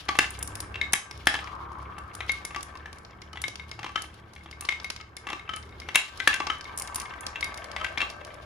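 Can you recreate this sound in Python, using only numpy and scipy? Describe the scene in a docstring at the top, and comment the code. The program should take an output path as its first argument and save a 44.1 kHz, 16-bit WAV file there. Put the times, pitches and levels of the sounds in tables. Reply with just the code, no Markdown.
"""A low wavering motor hum and a soft rumble come first: glass marbles, fed one by one from a cupped
hand, run down winding wooden tracks in a bare room. Random bumps make the rolling, dying sines the knocks
on wood at each bend, short noise bursts the ticks of glass on glass and hard floor. The hum is a stack
of sines over dull noise, the room a random echo tail, and some marbles drone through a moving resonance."""
import sys
import numpy as np
from scipy import signal
from scipy.fft import rfft, irfft, next_fast_len
from scipy.io import wavfile
from scipy.ndimage import uniform_filter1d

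SR = 44100
rng = np.random.default_rng(int(sys.argv[2]) if len(sys.argv) > 2 else 0)


def materialize(psi):
    """Save the field psi as 16-bit PCM at rate SR to the path in sys.argv[1].

    A 1-D psi becomes a single channel; in a 2-D psi each row is a channel.
    """
    bounded = np.clip(np.atleast_2d(psi).T, -1, 1)
    quanta = np.round(bounded * 32767).astype(np.int16)
    wavfile.write(sys.argv[1], SR, quanta)


N = 372644


def gain_of(db):
    """Turns decibels into a factor."""
    return 10 ** (np.asarray(db) / 20)


def evened(x):
    """Scales to an average (rms) strength of 1."""
    return x / np.sqrt(np.mean(x ** 2) + 1e-20)


def peaked(x):
    """Scales so the highest peak is 1."""
    return x / abs(x).max()


def read(points, hz):
    """Reads a table of (pitch, value) between its points, on a log-pitch axis."""
    f, value = np.transpose(points)
    return np.interp(np.log(hz + 1), np.log(f + 1), value)


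def along(rows, column):
    """Makes a smooth volume curve from one dB column of a time table."""
    rows = np.array(rows)
    return gain_of(np.interp(np.arange(N) / SR, rows[:, 0], rows[:, column]))


def slow(seconds, count):
    """Makes smooth random drifts of rms 1; longer seconds drift more slowly."""
    step = 100  # samples between drift points
    rough = rng.standard_normal((count, N // step + 2))
    span = max(round(seconds * SR / step), 1)
    smooth = evened(uniform_filter1d(uniform_filter1d(rough, span), span))
    return [np.interp(np.arange(N) / step, np.arange(len(row)), row) for row in smooth]


def rings(hz, db, t60, phase, size):
    """Adds up dying sines; t60 is the time each takes to fall by 60 dB."""
    t = np.arange(size)[:, None] / SR
    return (gain_of(db - 60 * t / t60) * np.sin(2 * np.pi * hz * t + phase)).sum(1)


def bumps(per_s, spread_db, size):
    """Makes a random train of the tiny impacts of a rolling marble, a few of them large."""
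    height = gain_of(spread_db * np.minimum(rng.exponential(1, (2, size)), 5))
    sign = rng.choice([-1., 1.], (2, size))
    return height * sign * (rng.random((2, size)) < per_s / SR)


# how alike left and right are in diffuse sound: (pitch [Hz], likeness [0-1])
LIKENESS = [(60, 1), (200, 0.88), (700, 0.4), (2000, 0.058), (8000, 0.35)]


def shaped(pair, db_of):
    """Colours two unrelated signals and makes them alike band by band, as two close microphone ports hear."""
    size = next_fast_len(pair.shape[1], True)
    hz = np.fft.rfftfreq(size, 1 / SR)
    left, other = rfft(pair, size)
    same = np.clip(read(LIKENESS, hz), 0, 1)
    right = same * left + np.sqrt(1 - same ** 2) * other
    return irfft(np.array([left, right]) * gain_of(db_of(hz)), size)[:, :pair.shape[1]]


# the distant motor before its random drift: (time [s], pitch [Hz], level within the hum [dB])
MOTOR_PATH = [(0, 33, 1), (1.3, 35, -2), (1.7, 34.6, 0), (2.2, 33.2, -1.5), (2.701, 35, -6),
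              (3.4, 37.8, -2), (4, 36, 0), (5.8, 38, -7), (7.8, 37.45, -9), (8.45, 29.9, -2)]
# the tones of the hum before they swell: (multiple of the motor pitch, relative level [dB])
HUM_TONES = [(1, -21), (2, 1.5), (3, -3.5), (4, -9.5), (5, -11.5), (6, -14.5), (9, -14.5)]


def motor():
    """Stacks multiples of one drifting pitch, each swelling and fading on its own."""
    pitch = np.interp(np.arange(N) / SR, *np.transpose(MOTOR_PATH)[:2])
    wavering = pitch * (1 + .008 * slow(0.28, count=1)[0])
    turns = np.cumsum(wavering) / SR
    tones = np.zeros(N)
    for (multiple, db), swell in zip(HUM_TONES, slow(0.093, count=len(HUM_TONES))):
        wave = np.sin(2 * np.pi * (round(multiple) * turns + rng.random()))
        tones += gain_of(db + 2.4 * swell) * wave
    return along(MOTOR_PATH, column=2) * evened(tones)


# colour of the room air: (pitch [Hz], relative level [dB per Hz])
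AIR_COLOUR = [(25, -19), (72, 7.5), (120, -7.5), (250, -12.5), (350, -7), (600, -15), (1500, -15),
              (4000, -49.5)]


def room_air():
    """Colours steady noise into the dull wash of room air."""
    return evened(shaped(rng.standard_normal((2, N)), lambda hz: read(AIR_COLOUR, hz)))


# base level of motor and air together: (time [s], level [dB])
HUM_LEVEL = [(0, -53), (.5, -43.5), (2.3, -48.5), (3.6, -49.5), (5.2, -52), (5.8, -45.5), (6.4, -49.5),
             (8.45, -50)]
# the hum dips briefly after two sharp cracks: (time [s], change of level [dB])
HUM_DIPS = [(1.021, -16), (6.05, -13)]
DIP_S = 0.088  # from the middle of a dip to where it is 1/e as deep in dB
AIR_DB = -1  # air level within the hum


def hum():
    """Mixes the motor tones with room air and lets the level drift and dip."""
    t = np.arange(N) / SR
    dip_db = sum(db * np.exp(-((t - s) / DIP_S) ** 2) for s, db in HUM_DIPS)
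    return gain_of(dip_db) * along(HUM_LEVEL, column=1) * (motor() + gain_of(AIR_DB) * room_air())


# modes (natural tones) of the tracks, before each sound bends them:
# (pitch [Hz], relative level when knocked [dB], t60 [s], relative level when rolled on [dB])
WOOD_MODES = [(305, -5.5, 0.058, -33.5), (344, -6.5, 0.07, -5), (563, -6.5, 0.04, -40.5),
              (845, 9, 0.021, 12.5), (1043, 6.5, 0.025, 19), (1158, -5, 0.076, 21), (1287, -6, 0.052, 19.5),
              (1567, -8, 0.073, 21), (1733, 5, 0.026, 20), (1995, -1.5, 0.047, -6.5), (2161, 1, 0.044, 16),
              (2353, -5, 0.079, -24), (2700, 1, 0.038, -1), (3051, -3, 0.047, -25),
              (3244, -5.5, 0.055, -31.5), (3384, 2.5, 0.024, -28.5), (3736, -3, 0.032, -49.5),
              (4086, -8.5, 0.034, -23), (4783, -22, 0.028, -46), (5810, -41.5, 0.021, -43.5)]
DETUNE = 0.028  # the marble's place and weight shift a mode by up to half this share


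def grain_rumble():
    """Lets bumps on the wood grain ring the track, damped by the marble's weight."""
    hz, _, t60, db = np.transpose(WOOD_MODES)
    body = rings(hz, db, 0.68 * t60, 0, size=4000)
    ringing = signal.oaconvolve(bumps(1500, 3.65, size=N), body[None], axes=1)[:, :N]
    return evened(shaped(ringing, np.zeros_like)) * gain_of(0.97 * slow(.025, count=1)[0])


def wall_taps():
    """Taps the groove wall now and then; an uneven handful of modes sounds briefly."""
    hz, knock_db, t60, _ = np.transpose(WOOD_MODES)
    taps, train = np.zeros(N), bumps(35, 3, size=N)[0]
    size = 1500
    onset = np.minimum(np.arange(size) / SR / 0.0017, 1)
    places = np.flatnonzero(train)
    for at, (spread, shift) in zip(places, rng.random((len(places), 2, len(hz)))):
        part = taps[at:at + size]
        tap_db = knock_db + 22 * spread - 8.2 * abs(np.log2(hz / 2200))
        tuned = hz * (1 + DETUNE * (shift - .5))
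        tap = peaked(rings(tuned, tap_db, 1.06 * t60, 0, size=size) * onset)
        part += train[at] * tap[:len(part)]
    return evened(taps)


# colour of the fine grit: (pitch [Hz], relative level [dB per Hz])
GRIT_COLOUR = [(2000, -9), (3000, 1.5), (5300, -7.5), (8500, -22), (10100, -16), (12100, -27.5),
               (14300, -23.5), (16000, -51.5)]


def grit_treble():
    """Turns many fine bumps into a gritty treble that flickers."""
    grit = shaped(bumps(6000, 2.5, size=N), lambda hz: read(GRIT_COLOUR, hz))
    return evened(grit) * gain_of(5.1 * slow(0.023, count=1)[0])


# base levels of rolling in the grooves: (time [s], rumble level [dB], gritty treble level [dB])
ROLLING_LEVELS = [(0, -55, -53.5), (.3, -47, -53), (.9, -47, -79), (1.3, -55.5, -53), (2.0, -51.5, -72),
                  (2.45, -48, -54), (2.75, -49.5, -75), (3.15, -54.5, -77.5), (3.5, -55, -68),
                  (4.05, -55, -60.5), (4.301, -59.5, -68), (4.8, -50.5, -63), (5.12, -61.5, -86),
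                  (5.3, -47.5, -75), (5.7, -57, -67), (6.2, -46.5, -53), (7.2, -43, -72), (7.9, -43.5, -63),
                  (8.45, -50, -64)]


def rolling():
    """Rolls marbles along the grooves: grain rumble, wall taps and fine grit, a little to the left."""
    wood = grain_rumble() + gain_of(-9) * wall_taps()
    rumble = along(ROLLING_LEVELS, column=1) * wood
    treble = along(ROLLING_LEVELS, column=2) * grit_treble()
    return gain_of([[1.5], [-1.5]]) * (rumble + treble)


FAINT_PER_S = 20
FAINT_DB, FAINT_SPREAD_DB = 14.5, 4.5  # over the base level of the gritty treble; random spread


def faint_ticks():
    """Lists small ticks at random moments, louder while the rolling is gritty."""
    s, _, grit_db = np.transpose(ROLLING_LEVELS)
    when, size, dull = rng.random((round(FAINT_PER_S * N / SR), 3)).T
    when = .01 + when * (N / SR - .01)
    peak_db = np.interp(when, s, grit_db) + FAINT_DB - FAINT_SPREAD_DB * np.log(size + 0.06)
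    return list(zip(when, peak_db, 0.54 + 0.38 * dull))


KNOCK_SIZE = 4000  # samples in one blow
LOW_HZ = 1500  # modes below this are the low ones
SKEW = 0.99  # most radians by which the wood's ring differs between the two ports
LINGER = 1.38  # the main mode rings this much longer
CRACK_DB, CRACK_T60 = -20, 0.031  # level under the ring; time [s] to fall by 60 dB
CRACK_BAND = signal.butter(2, [700, 5500], "band", fs=SR)  # Hz
CHATTER_S, CHATTER_DB, CHATTER_FADE_DB = .06, -16.5, -14.5  # span, first level, fade over the span


def crack():
    """Blurs the many small modes of the wood into a short noise."""
    fade = gain_of(-60 * np.arange(KNOCK_SIZE) / SR / CRACK_T60)
    noise = signal.lfilter(*CRACK_BAND, rng.standard_normal((2, KNOCK_SIZE))) * fade
    return peaked(noise + noise[::-1] / 2)  # each side also hears half of the other


def rebounds(late, sign):
    """Makes a blow followed by a few small rebounds, the later the weaker."""
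    train = np.zeros(round(CHATTER_S * SR) + 200)
    at = (200 + late * CHATTER_S * SR).astype(int) - 1
    train[at] = sign * gain_of(CHATTER_DB + CHATTER_FADE_DB * late)
    train[0] = 1
    return train


def add(mix, s, sound, pan_db):
    """Places a sound at its time, between left and right."""
    part = mix[:, round(s * SR):][:, :sound.shape[1]]
    part += gain_of([[pan_db / 2], [-pan_db / 2]]) * sound[:, :part.shape[1]]


# marble against wood or floor: (time [s], level of the blow before panning [dB], strongest pitch [Hz])
KNOCK_ROWS = [(0.084, -24, 2000), (0.089, -11.5, 1136), (0.152, -20, 1120), (0.188, -2.5, 1700),
              (0.242, -20, 1740), (0.742, -25, 2730), (0.755, -22.5, 2730), (0.813, -12.5, 2160),
              (0.839, -34, 2160), (0.935, -8.5, 2030), (1.111, -36.5, 2170), (1.27, -2.5, 1740),
              (1.341, -15, 1730), (1.351, -18, 3120), (1.389, -22.5, 1820), (1.473, -30.5, 1410),
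              (1.98, -29, 1170), (2.205, -20.5, 1920), (2.294, -13.5, 2176), (2.449, -28, 2160),
              (2.506, -29.5, 1150), (2.546, -21.5, 1960), (2.56, -21.5, 1140), (2.753, -32, 1030),
              (2.857, -28, 1724), (3.22, -38.5, 2206), (3.33, -32.5, 1280), (3.356, -30, 3100),
              (3.372, -26, 1990), (3.439, -16, 2160), (3.596, -28.5, 2160), (3.714, -32, 2160),
              (3.79, -26, 1123), (3.83, -23.5, 1990), (3.843, -22.5, 3260), (3.862, -24, 1220),
              (3.891, -31, 1160), (3.956, -12, 1290), (3.977, -24.5, 1740), (4.04, -33.5, 1150),
              (4.361, -34.5, 2230), (4.408, -45, 2160), (4.459, -33, 3140), (4.527, -35, 2160),
              (4.622, -32, 1160), (4.645, -31.5, 1150), (4.688, -11.5, 2160), (4.722, -20, 2160),
              (4.8, -44, 3700), (4.844, -23.5, 2160), (4.903, -32, 1570), (4.974, -40, 2160),
              (4.999, -35, 1283), (5.011, -36, 2170), (5.171, -36.5, 2150), (5.268, -23.5, 1125),
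              (5.288, -24, 1980), (5.302, -23.5, 3260), (5.319, -29, 1150), (5.329, -21, 1180),
              (5.395, -32.5, 2160), (5.451, -44, 1290), (5.49, -19.5, 1288), (5.534, -22, 1310),
              (5.565, -30, 1290), (5.633, -42, 2160), (5.694, -46, 2160), (5.724, -41, 2160),
              (5.818, -32, 2160), (5.887, -22.5, 2010), (5.948, -14.5, 2147), (5.956, -4.5, 2598),
              (6.201, -15.5, 1570), (6.274, -0.5, 1745), (6.329, -15.5, 2700), (6.34, -16, 1570),
              (6.361, -26, 2700), (6.402, -15.5, 1132), (6.469, -17, 1170), (6.498, -12.5, 1290),
              (6.653, -32.5, 2160), (6.981, -28, 1040), (7.01, -32, 1150), (7.017, -44, 3050),
              (7.055, -30.5, 2200), (7.102, -34, 1570), (7.137, -31.5, 1567), (7.244, -49, 2160),
              (7.357, -19.5, 2720), (7.427, -15, 2160), (7.581, -31.5, 2200), (7.763, -19.5, 2020),
              (7.797, -31, 1290), (7.81, -22, 1290), (7.845, -15.5, 1560), (7.865, -24.5, 2720),
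              (7.974, -16, 2280), (8.004, -14, 2800), (8.015, -12.5, 2720), (8.025, -21.5, 1170),
              (8.212, -31, 578)]
# each pitch belongs to a spot on the tracks: (pitch [Hz], how far it stands out [dB], low modes [dB],
# left over right [dB], partner mode [Hz], how far the partner stands out [dB], rise time [s])
TRACK_SPOTS = [(1158, 8.5, 1.5, 3.5, 2600, 16, 0.0017), (1305, 16, -4, 6, 3057, 13.5, 0.0033),
               (1520, 12, -9, 8, 1900, 22, 0.0004), (1730, 7.5, -4.5, 3.5, 858, 8, 0.00094),
               (2080, 5, -4.5, 5, 4110, 0, 0.00065), (2084, 13.5, -6, 7, 3732, 14, 0.00088),
               (2314, 9.5, -3, 5, 626, 21, 0.0014), (2650, 6, -5.5, 5, 990, 11, 0.00081),
               (3200, 4, 7.5, 2, 1400, 14, 0.001)]


def knocks():
    """Strikes spots that favour two modes and scatter the rest; hard blows die sooner, then rebound."""
    hz, db, t60, _ = np.transpose(WOOD_MODES)
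    spot_hz = np.transpose(TRACK_SPOTS)[0]
    skew = SKEW * np.clip(hz / LOW_HZ, 0, 1)
    t = np.arange(KNOCK_SIZE) / SR
    out = np.zeros((2, N))
    draws = rng.random((len(KNOCK_ROWS), 4, len(hz)))
    for (s, peak_db, ring_hz), (spread, phase, shift, hops) in zip(KNOCK_ROWS, draws):
        spot = TRACK_SPOTS[abs(np.log(spot_hz / ring_hz)).argmin()]  # nearest in pitch
        _, stand_db, low_db, pan_db, partner_hz, partner_db, rise_s = spot
        # closeness of every mode to the main pitch and to its partner, 0-1
        first, second = np.exp(-(np.log2(hz / [[ring_hz], [partner_hz]]) / 0.067) ** 2)
        favour_db = stand_db * first + partner_db * second
        favour_db = favour_db * np.interp(peak_db, [-12, -3], [1, .6])  # less on hard blows
        octaves = abs(np.log2(hz / ring_hz))
        place_db = favour_db - 3 * octaves + 7 * (spread - .5) + low_db * (hz < LOW_HZ)
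        length = np.interp(peak_db, [-16, -6], [.8, .5]) * LINGER ** first * 0.8 ** second
        tuned = hz * (1 + DETUNE * (1 - first) * (shift - .5))
        ring = np.array([
            rings(tuned, db + place_db, t60 * length, 1.77 * phase + side * skew, size=KNOCK_SIZE)
            for side in (-.5, .5)])
        blow = peaked(ring) + gain_of(CRACK_DB) * crack()
        blow = peaked(blow * (1 - np.exp(-(t / rise_s) ** 2)))  # soft start
        train = rebounds(hops[:5], np.sign(hops[5:10] - .5))
        add(out, s, gain_of(peak_db) * signal.fftconvolve(blow, train[None], axes=1), pan_db)
    return out


# hard glass contact: (time [s], peak level [dB], share of dull colour [0-1])
TICK_ROWS = [(0.0884, -15.5, 0.99), (0.1882, -9.5, 0.4), (0.3055, -25, 0), (0.39, -26.5, 0.1),
             (0.4272, -16.5, 0.07), (0.4756, -21, 0.08), (0.554, -21, 0.4), (0.6035, -17, 0.26),
             (0.8131, -37, 0.97), (0.924, -22, 0.5), (0.9331, -3, 0.19), (1.1108, -25.5, 0.92),
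             (1.27, -13.5, 0.03), (1.3396, -27, 0.5), (1.4426, -31.5, 0.99), (1.985, -34, 0.5),
             (2.151, -24, 0.25), (2.2935, -23, 1), (2.3181, -21, 0.36), (2.4505, -20.5, 0.27),
             (2.562, -23.5, 0.89), (2.608, -28, 0.9), (2.6292, -22, 0.4), (2.753, -40, 0.8),
             (2.773, -33, 0.96), (2.9288, -30.5, 0.85), (2.985, -35, 0.5), (3.049, -34, 1), (3.109, -42, 1),
             (3.218, -29, 0.98), (3.3305, -34, 0.94), (3.4172, -20.5, 0.23), (3.481, -20.5, 0.84),
             (3.556, -24, 0.97), (3.7138, -24.5, 0.98), (3.7943, -37, 0.9), (3.9577, -25, 1),
             (4.0205, -23.5, 0.53), (4.335, -36.5, 0.78), (4.5121, -26, 0.93), (4.6091, -21, 0.18),
             (4.6513, -23, 0.93), (4.6897, -20.5, 1), (4.8, -26, 1), (4.845, -22.5, 0.9),
             (4.9018, -18, 0.94), (4.9625, -25, 0.99), (5.011, -29.5, 1), (5.1671, -25, 0.73),
             (5.2738, -40, 0.4), (5.301, -30, .9), (5.394, -41, 0.88), (5.562, -25.5, 0.4),
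             (5.57, -37, .95), (5.627, -35, 1), (5.692, -42.5, 0.94), (5.8006, -25.5, 0.94),
             (5.9455, -21, 0.8), (5.9562, -4.5, 0.06), (6.175, -31, 0.8), (6.197, -28, 0.96),
             (6.2753, -10.5, 0.2), (6.3414, -18.5, 0.73), (6.401, -24, 1), (6.4685, -19, 1),
             (6.61, -23.5, 0.97), (6.6432, -29.5, 0.92), (6.761, -48, 0.4), (6.7754, -19, 0),
             (6.7864, -20, 0.1), (6.7979, -18.5, 0.14), (6.8208, -18.5, 0.15), (6.8746, -26, 0.7),
             (6.9458, -19, 0.13), (6.9583, -14.5, 0.13), (7, -19, 0.3), (7.017, -25, 0.55), (7.096, -37, 1),
             (7.2083, -27.5, 0.04), (7.2659, -17, 0.93), (7.4086, -22, 0.8), (7.443, -19.5, 0.66),
             (7.5425, -26, 0.78), (7.5752, -27, 0.66), (7.6426, -28, 0.85), (7.715, -26.5, 0.95),
             (7.8426, -33, 0.76), (7.981, -20.5, 1), (8.1005, -24.5, 0.92), (8.2487, -30.5, 0.87),
             (8.276, -50, .95)]
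# duller part of a glass contact: (pitch [Hz], level [dB])
DULL_COLOUR = [(1500, 1), (3500, 2.5), (5300, 5.5), (6800, -7.5), (8000, -15), (10000, -58), (16000, -37)]
# sharp colour of the ticks, a bright peak between two dips: (pitch [Hz], level [dB])
SHARP_COLOUR = [(4000, -16), (7000, -2.5), (8400, -5), (9500, 4), (11000, 0.5), (12000, -18), (13800, -9),
                (16000, -32.5)]
TICK_LEAD_S = .002  # quiet space before the contact


def ticks():
    """Makes short noise bursts, as glass barely gives: a dull and a sharp colour, uneven between ports."""
    size = 1024
    out, hz = np.zeros((2, N)), np.fft.rfftfreq(size, 1 / SR)
    since = np.arange(size) / SR - TICK_LEAD_S
    shape = np.clip(since / 0.0001, 0, 1) * gain_of(-60 * since / 0.025)
    dull_gain, sharp_gain = gain_of(read(DULL_COLOUR, hz)), gain_of(read(SHARP_COLOUR, hz))
    rows = TICK_ROWS + faint_ticks()
    for (s, peak_db, dull), (a, b) in zip(rows, rng.standard_normal((len(rows), 2, size))):
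        dull = np.clip(dull, 0, 1)
        colour = dull * dull_gain + np.sqrt(1.01 - dull ** 2) * sharp_gain
        noise = shape * np.array([a + b, a - 0.74 * b])
        burst = peaked(irfft(rfft(noise) * colour))
        add(out, s - TICK_LEAD_S, gain_of(peak_db) * burst, 0)
    return out


# how long echoes last: (pitch [Hz], t60 [s])
ROOM_DECAY = [(250, 0.16), (1000, 0.26), (3000, 0.28), (8000, 0.31), (14000, 0.1)]


def room(x):
    """Echoes a sound with sparse random taps from the first wall echo on, each band dying at its own speed."""
    first, gap = 560, 20  # samples
    taps = np.zeros((2, SR))
    starts = np.arange(first, SR - gap, gap)
    at = starts + rng.integers(0, gap, (2, len(starts)))
    np.put_along_axis(taps, at, rng.choice([-1., 1.], at.shape), 1)
    hz, t, bands = signal.stft(shaped(taps, np.zeros_like), SR, nperseg=256)
    fade = gain_of(-60 * t / read(ROOM_DECAY, hz)[:, None])
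    tail = signal.istft(bands * fade, SR, nperseg=256)[1]
    return signal.fftconvolve(x[None], tail / np.linalg.norm(tail[0]), axes=1)[:, :N]


# fallen marbles roll away over the floor, one list each: (time [s], level [dB], drone pitch [Hz])
FLOOR_MARBLES = [
    [(1.4, -40.5, 1170), (1.706, -41, 1078), (2.35, -52, 1290)],
    [(6.6, -53, 1010), (6.932, -44, 1070), (7.4, -59, 1080)],
]
# marbles drone along the thin lower track: (time [s], level [dB], drone pitch [Hz])
LOWER_TRACK = [(7.4, -63, 624), (7.592, -49, 630), (8.45, -52, 610)]


def drones():
    """Drives a broad resonance with bumps; its pitch drifts as the marble travels."""
    out = np.zeros((2, N))
    for rows in FLOOR_MARBLES + [LOWER_TRACK]:
        s, db, hz = np.transpose(rows)
        t = np.arange(s[0], s[-1] - 2 / SR, 1 / SR)
        turn = np.exp(2j * np.pi * np.cumsum(np.interp(t, s, hz)) / SR)
        r = np.exp(-np.pi * .3 * hz.mean() / SR)  # sets how broad the resonance is
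        drive = shaped(bumps(1200, 3.4, size=len(t)), np.zeros_like)
        # shift the moving pitch down to zero, smooth there, then shift it back
        drone = (turn * signal.lfilter([1], [1, -2 * r, r * r], drive / turn)).real
        fade_in = np.clip((t - s[0]) / 0.044, 0, 1)
        drone = evened(drone) * gain_of(np.interp(t, s, db)) * fade_in
        add(out, s[0], drone, 4)
    return out


def scene():
    """Mixes the hits and their room tails over rolling, drones and hum."""
    wood, glass = knocks(), ticks()
    wet = gain_of(-8.0) * wood.mean(0) + gain_of(-10) * glass.mean(0)
    return hum() + rolling() + wood + glass + room(wet) + drones()


# how far the left port leads the right: (pitch [Hz], phase lead [radians])
LEFT_LEAD = [(0, 0), (6400, .5), (8350, -3.5), (13400, -12), (16100, -16)]
EDGE_HZ = 16500  # the treble ends here


def record(dry):
    """Shifts phase between two ports a little apart, softly limits the peaks, then cuts the top treble."""
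    size = next_fast_len(N, True)
    hz = np.fft.rfftfreq(size, 1 / SR)
    lead = np.exp(.5j * np.interp(hz, *np.transpose(LEFT_LEAD)))  # half the lead for each port
    ports = irfft(rfft(dry, size) * np.array([lead, 1 / lead]), size)[:, :N]
    lowpass = signal.firwin(511, EDGE_HZ, window=("kaiser", 9), fs=SR)
    return signal.oaconvolve(np.tanh(ports), lowpass[None], "same")


dry = scene()
out = record(dry)
materialize(out)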